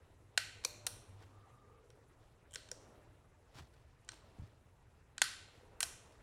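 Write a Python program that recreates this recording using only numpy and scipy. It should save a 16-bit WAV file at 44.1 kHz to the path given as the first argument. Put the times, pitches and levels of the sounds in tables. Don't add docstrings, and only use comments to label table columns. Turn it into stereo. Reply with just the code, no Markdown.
import sys
import numpy as np
from scipy import signal
from scipy.fft import rfft, irfft
from scipy.io import wavfile

SR = 44100
rng = np.random.default_rng(int(sys.argv[2]) if len(sys.argv) > 2 else 0)


def persist_wave(psi):
    counts = np.round(np.clip(psi, -1, 1) * 32767).astype(np.int16)
    wavfile.write(sys.argv[1], SR, np.atleast_2d(counts).T)


def ratio(d):
    e = np.asarray(d, float) / 20
    return 10 ** e


N = 274302


def at_hz(points, hz):
    points_hz, values = np.array(points).T
    return np.interp(np.log(hz), np.log(points_hz), values)


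def rms_one(x):
    return x / np.sqrt(np.mean(x ** 2) + 1e-20)


def add(out, start_s, sound):
    i = round(start_s * SR)
    out[..., i:i + sound.shape[-1]] += sound[..., :N - i]


def ring(clicks, hz, t60_s):
    decay = ratio(-60 / (t60_s * SR))
    turn = 2 * np.pi * hz / SR
    return signal.lfilter([0, np.sin(turn)], [1, -2 * decay * np.cos(turn), decay ** 2], clicks + 1e-18)


def drift(rate_hz):
    decay = np.exp(-80 * np.pi * rate_hz / SR)
    coarse = rng.standard_normal(N // 40 + 2002)
    slow = signal.lfilter([1], [1, -2 * decay, decay ** 2], coarse)[2000:]
    return np.interp(np.arange(N) / 40, np.arange(len(slow)), rms_one(slow))


# (pitch_hz, likeness from -1 to 1)
PORT_LIKENESS = [(30, 0.79), (70, 1), (180, 0.71), (550, 0.43), (1650, -0.12), (4970, 0.07), (15000, -0.24)]


def bands(size):
    edges_hz = 22 * 2 ** np.arange(0, 9.6, .5)
    white = rng.standard_normal((2, 2, size))
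    for k, (low, high) in enumerate(zip(edges_hz, edges_hz[1:])):
        band = signal.butter(2, [low, high], "band", fs=SR, output="sos")
        mid, side = signal.sosfilt(band, white[k % 2])
        hz = np.sqrt(low * high)
        alike = np.clip(at_hz(PORT_LIKENESS, hz), -1, 1)
        yield hz, np.sqrt(1 + alike) * mid + np.sqrt(1 - alike) * side * [[1], [-1]]


# (time_s, drone_db)
TRAFFIC_DRONE = [(0.0, -68), (0.29, -70), (0.78, -63), (1.39, -67), (1.8, -70), (1.97, -69.5),
                 (2.55, -69.5), (2.74, -65), (2.91, -62), (3.22, -70), (4.07, -71), (4.31, -65),
                 (4.57, -70), (4.81, -72), (5.78, -65), (6.22, -65)]
# (pitch_hz, level_db per Hz)
TRAFFIC_COLOUR = [(15, -46), (25, -8), (108, -4.5), (137, -14.5), (161, -15.5), (195, -17), (270, -23.5),
                  (309, -15.5), (427, -16.5), (516, -22.5), (659, -17.5), (1560, -25.5), (5140, -40.5),
                  (8830, -38), (16000, -56)]


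def street(patchy_db=2.0):
    drone_db = np.interp(np.arange(N) / SR, *np.transpose(TRAFFIC_DRONE))
    swing_db = drone_db - drone_db.mean()
    rumble_db = -65.5 + 0.37 * swing_db
    hiss_db = -73.5 + 0.6 * swing_db
    layers = np.zeros((3, 2, N))
    for hz, noise in bands(N):
        layer = np.searchsorted([180, 1300], hz)
        layers[layer] += ratio(at_hz(TRAFFIC_COLOUR, hz) + patchy_db * drift(17)) * noise
    return sum(ratio(db) * rms_one(x) for db, x in zip((rumble_db, drone_db, hiss_db), layers))


# (start_s, end_s, pitch_hz, width_hz, level_db)
FAR_NOTES = [
    (0.214, 1.484, 101, 9.9, -65.5),
    (0.643, 1.003, 596, 5.5, -73),
    (1.293, 1.83, 1209, 65, -72.5),
    (1.594, 2.077, 465, 68, -70.5),
    (2.476, 3.104, 589, 87, -74),
    (5.5, 5.888, 476, 71, -71.5),
]


def far_notes():
    out, t = 0, np.arange(N) / SR
    for start_s, end_s, hz, width_hz, level_db in FAR_NOTES:
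        t60_s = np.log(1000) / (1.55 * np.pi * width_hz)
        tone = ring(ring(rng.standard_normal(N), hz, t60_s), hz, t60_s)
        fade = np.clip(np.minimum(t - start_s, end_s - t) / .04, 0, 1)
        out = out + ratio(level_db) * rms_one(tone) * fade
    return out


# (start_s, part struck, level_db per Hz, chatter_ms, extra weight_db near 1.3 kHz, extra edge_db near 11 kHz)
SNAPS = [(.3755, "crane", 15, 3.1, 2.5, 0.8), (.6486, "catch", 8.5, 1.7, -11.8, -2),
         (.8662, "ratchet", -2, 3, -17, 6.5), (.8676, "ratchet", 0, 2.1, 2.5, -9),
         (2.5573, "latch", 0.5, 0.78, -6, -7.5), (2.7152, "stop", -0.5, 0.86, -12, 0),
         (4.0892, "latch", -4.5, 1.6, -6.5, 1.5), (5.1802, "latch", -1.5, 1.2, -4.5, 0.5),
         (5.2172, "lock", 10.5, 0.77, 1.5, 4), (5.2207, "lock", 7, 1.1, -35.5, 0),
         (5.8047, "drum", 4, 3.1, .2, 4.5), (5.8287, "drum", 7.5, 1.8, -3.8, -0.8)]
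# (start_s, part struck,
# level_db per Hz)
LIGHT_TOUCHES = [(0.638, "lock", -19), (1.223, "lock", -39), (1.903, "ratchet", -28),
                 (2.509, "slide", -32.5), (2.52, "slide", -32), (2.5324, "slide", -29),
                 (2.5378, "slide", -18), (2.546, "slide", -17.5), (2.6878, "latch", -18),
                 (3.553, "lock", -33), (3.739, "lock", -40), (4.047, "slide", -38.5), (4.079, "lock", -36),
                 (4.1186, "ratchet", -19), (4.141, "slide", -34), (5.2157, "ratchet", -35),
                 (5.240, "slide", -11), (5.8233, "slide", -15), (5.8367, "stop", -2.5), (6.06, "lock", -40),
                 (6.121, "lock", -39)]
TOUCH_SOUND = {"stop": (1.5, -16, 3), "lock": (5.0, 4.9, 1.6), "latch": (1.7, -9, -2.5),
               "ratchet": (1.1, 1, -13.5), "slide": (2.3, -4, 0.39)}
# (pitch_hz, t60_s)
FRAME_MODES = [(1050, .012), (1300, .01), (1520, .022), (1910, .014), (2180, .008), (2420, .015),
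               (2700, .008), (3150, .009), (3500, .007), (3800, .007), (4120, .026), (4350, .013),
               (4750, .006), (5250, .007), (5720, .015), (6100, .006), (6500, .006), (7150, .01),
               (7600, .006), (8200, .005), (8700, .005), (9200, .005), (9800, .004), (10300, .005),
               (10900, .004), (11700, .003), (12500, .003), (13400, .003), (14500, .0025)]
PART_SHAKES = {"lock": [(1060, -5), (1480, 3.5), (2550, -1.5), (3280, 2.5), (4130, 5), (4940, 4.5),
               (5780, -1), (7050, -2), (8700, -7.5), (10500, -10), (13400, -32.5)], "latch": [(1060, -4.5),
               (1480, -1.5), (2550, -7), (3280, -2), (4130, 1), (4940, -3.5), (5780, -6), (7050, -6.5),
               (8700, -7.5), (10500, -37), (13400, -45.5)], "ratchet": [(1060, -6.5), (1480, -4),
               (1980, -9.5), (3280, -2), (4130, 1), (4940, -5), (5780, 4.5), (7050, -6), (8700, 1.5),
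               (10500, -5), (13400, -20)], "stop": [(1060, -27.5), (1480, -5), (1980, -9.5), (2550, -21),
               (4130, -13.5), (4940, -4.5), (5780, -0.5), (7050, -6.5), (8700, -10), (10500, -25.5),
               (13400, -38.5)], "slide": [(1060, -4), (1980, -1), (2550, -14), (3280, 14), (4130, -25),
               (5780, 4.5), (8700, 5.5), (10500, -4), (13400, -14.5)]}
ARM_SHAKES = {"drum": [(590, -40), (1000, -5), (1470, -3), (1950, -6), (3110, -4), (4720, -5.5),
              (5860, 0.5), (9750, -5), (15000, -27.5)], "crane": [(590, -52), (1000, -22.5), (1500, -5.5),
              (1780, -5.5), (3560, -4), (4220, 0), (5000, -6), (7950, -9.5), (15000, -35.5)],
              "catch": [(590, -41), (1000, 2), (1950, -11.5), (2340, 0.5), (3110, -16.5), (4260, 1.5),
              (5110, -11.5), (5860, 0), (15000, -23)]}
FACING_DB = {"lock": 2.1, "latch": 1.5, "ratchet": 3, "stop": 5.5, "slide": -1, "drum": 1.7, "crane": 1,
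             "catch": 3.5}


def snaps():
    aside_db = 2.28
    apart = 1.0
    chatter = 0.051
    crack, crack_short = 0.19, 3.5
    out, t = np.zeros((4, N)), np.arange(1600) / SR
    shakes = PART_SHAKES | ARM_SHAKES
    share = np.sqrt(np.gradient(np.array(FRAME_MODES)[:, 0]) / (SR / 2))
    touches = [(*row, *TOUCH_SOUND[row[1]]) for row in LIGHT_TOUCHES]
    for n, (start_s, part, level_db, chatter_ms, weight_db, edge_db) in enumerate([*SNAPS, *touches]):
        luck = rng.standard_normal((3, len(FRAME_MODES)))
        both, *own = rng.standard_normal((3, len(t)))
        hits = both + apart * np.array(own)
        hits = hits * np.abs(hits) * chatter * np.exp(-t * 1000 / chatter_ms) * (t < .03)
        hits = np.vstack([hits, 0 * t])
        hits[:, 0] = 1
        lean = [(1300, weight_db), (3500, 0), (6000, 0), (11000, edge_db)]
        for k, (hz, t60_s) in enumerate(FRAME_MODES):
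            brief = crack * crack_short * ring(hits, hz, t60_s / crack_short)
            rings = ring(hits, hz, t60_s) + np.c_[[1, 1, 0]] * brief
            gain = (-1) ** k * share[k] * ratio(level_db + at_hz(shakes[part], hz) + at_hz(lean, hz))
            facing_db = (FACING_DB[part] + aside_db * luck[:, k]) * [1, 1, 0]
            gain = gain * ratio(facing_db) / np.linalg.norm(rings, axis=1)
            add(out[:2], start_s, gain[:2, None] * rings[:2])
            add(out[2 + n % 2], start_s, gain[2] * rings[2])
    return signal.sosfilt(signal.butter(3, 800, "high", fs=SR, output="sos"), out)


def thuds(table, cycles):
    out, t = np.zeros(N), np.arange(8000) / SR
    for start_s, peak_db, hz, t60_s in table:
        swell = (1 - np.exp(-(t * hz / cycles) ** 2)) * ratio(-60 * t / max(t60_s, .01))
        add(out, start_s, ratio(peak_db) * swell / swell.max() * np.sin(2 * np.pi * hz * t))
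    return out


# (start_s, peak_db, pitch_hz, t60_s)
KNOCKS = [(.377, -34.5, 717, 0.0087), (.652, -43, 496, 0.037), (.869, -48, 740, 0.033),
          (.870, -58.5, 480.6, 0.14), (2.559, -51.5, 490, 0.018), (2.7175, -46, 492, 0.03),
          (5.218, -37, 820, 0.007), (5.2185, -51.5, 293, 0.023), (5.2176, -26, 4105, .05),
          (2.5575, -46, 4050, .03), (5.830, -46, 683, 0.036)]


def knocks():
    return thuds(KNOCKS, cycles=1.0) * [[1], [1], [.7], [.3]]


def ports(x):
    bench_s, bench_db = 0.0013, -19.5
    wall_s, wall_db = 0.018, -45
    left_lead_s, left_db = .0001, 1.2
    turn = -2j * np.pi * np.fft.rfftfreq(N, 1 / SR)
    echo = 1 + ratio(bench_db) * np.exp(turn * bench_s) + ratio(wall_db) * np.exp(turn * wall_s)
    lag = np.exp(turn * left_lead_s * np.array([[0], [1]])) * ratio(left_db * np.array([[1], [-1]]))
    return irfft(rfft(x) * echo * lag, N)


# (pitch_hz, t60_s)
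ROOM_T60 = [(300, 0.48), (1500, 0.54), (2800, 0.88), (4200, 0.51), (8000, 0.62), (15000, 0.23)]
# (pitch_hz, level_db)
ROOM_COLOUR = [(300, -5.5), (1500, -0.5), (4000, -6), (8000, -5.5), (15000, 9.5)]


def room(x):
    out, t = 0, np.arange(SR * 3 // 4) / SR
    for spot in x:
        tail = 0
        for hz, noise in bands(len(t)):
            tail = tail + ratio(at_hz(ROOM_COLOUR, hz) - 60 * t / at_hz(ROOM_T60, hz)) * noise
        tail = tail * (1 - np.exp(-(t / 0.0035) ** 2))
        tail = tail / np.sqrt(np.sum(tail ** 2) / 2)
        out = out + signal.fftconvolve(spot[None], tail, axes=1)[:, :N]
    return ratio(-7.5) * out


# (peak_s, peak_db, rise_db per s, fall_db per s)
RUBS = [
    (1.222, -64.5, 388, 195),
    (2.229, -76, 604, 102.5),
    (3.557, -63, 900, 142),
    (3.59, -61.5, 203, 247),
    (3.74, -74.5, 605, 79),
    (4.128, -63.5, 924, 202),
    (4.445, -72, 65, 140),
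    (5.55, -69, 900, 103.5),
]
# (pitch_hz, level_db per Hz)
RUB_COLOUR = [(180, -60), (300, 1.5), (459, -11), (515, -3), (801, -6.5), (1210, -6.5), (4250, -12),
              (15000, -31.5)]


def rubs(grain_db=3.0):
    level, t = 0, np.arange(N) / SR
    for peak_s, peak_db, rise, fall in RUBS:
        level = level + ratio(peak_db - np.maximum(rise * (peak_s - t), fall * (t - peak_s)))
    noise = rms_one(sum(ratio(at_hz(RUB_COLOUR, hz)) * b for hz, b in bands(N)))
    return ratio(2.0 + grain_db * drift(142)) * level * noise


# (start_s, peak_db, pitch_hz, t60_s)
BUMPS = [
    (3.555, -52, 126, 0.21),
    (3.596, -52.5, 78, 0.23),
    (3.608, -49.5, 135, 0.12),
    (4.386, -46, 192, 0.018),
    (4.395, -40, 97, 0.066),
    (4.42, -39.5, 91, 0.033),
    (4.434, -43, 105, 0.087),
]


def bumps():
    return thuds(BUMPS, cycles=0.16)


def scene():
    gun = snaps() + knocks()
    return street() + far_notes() + ports(gun[:2]) + room(gun[2:]) + rubs() + bumps()


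def low_pass(x):
    return signal.sosfilt(signal.butter(12, 16530, fs=SR, output="sos"), x)


def record(dry):
    return low_pass(dry)


dry = scene()
out = record(dry)
persist_wave(out)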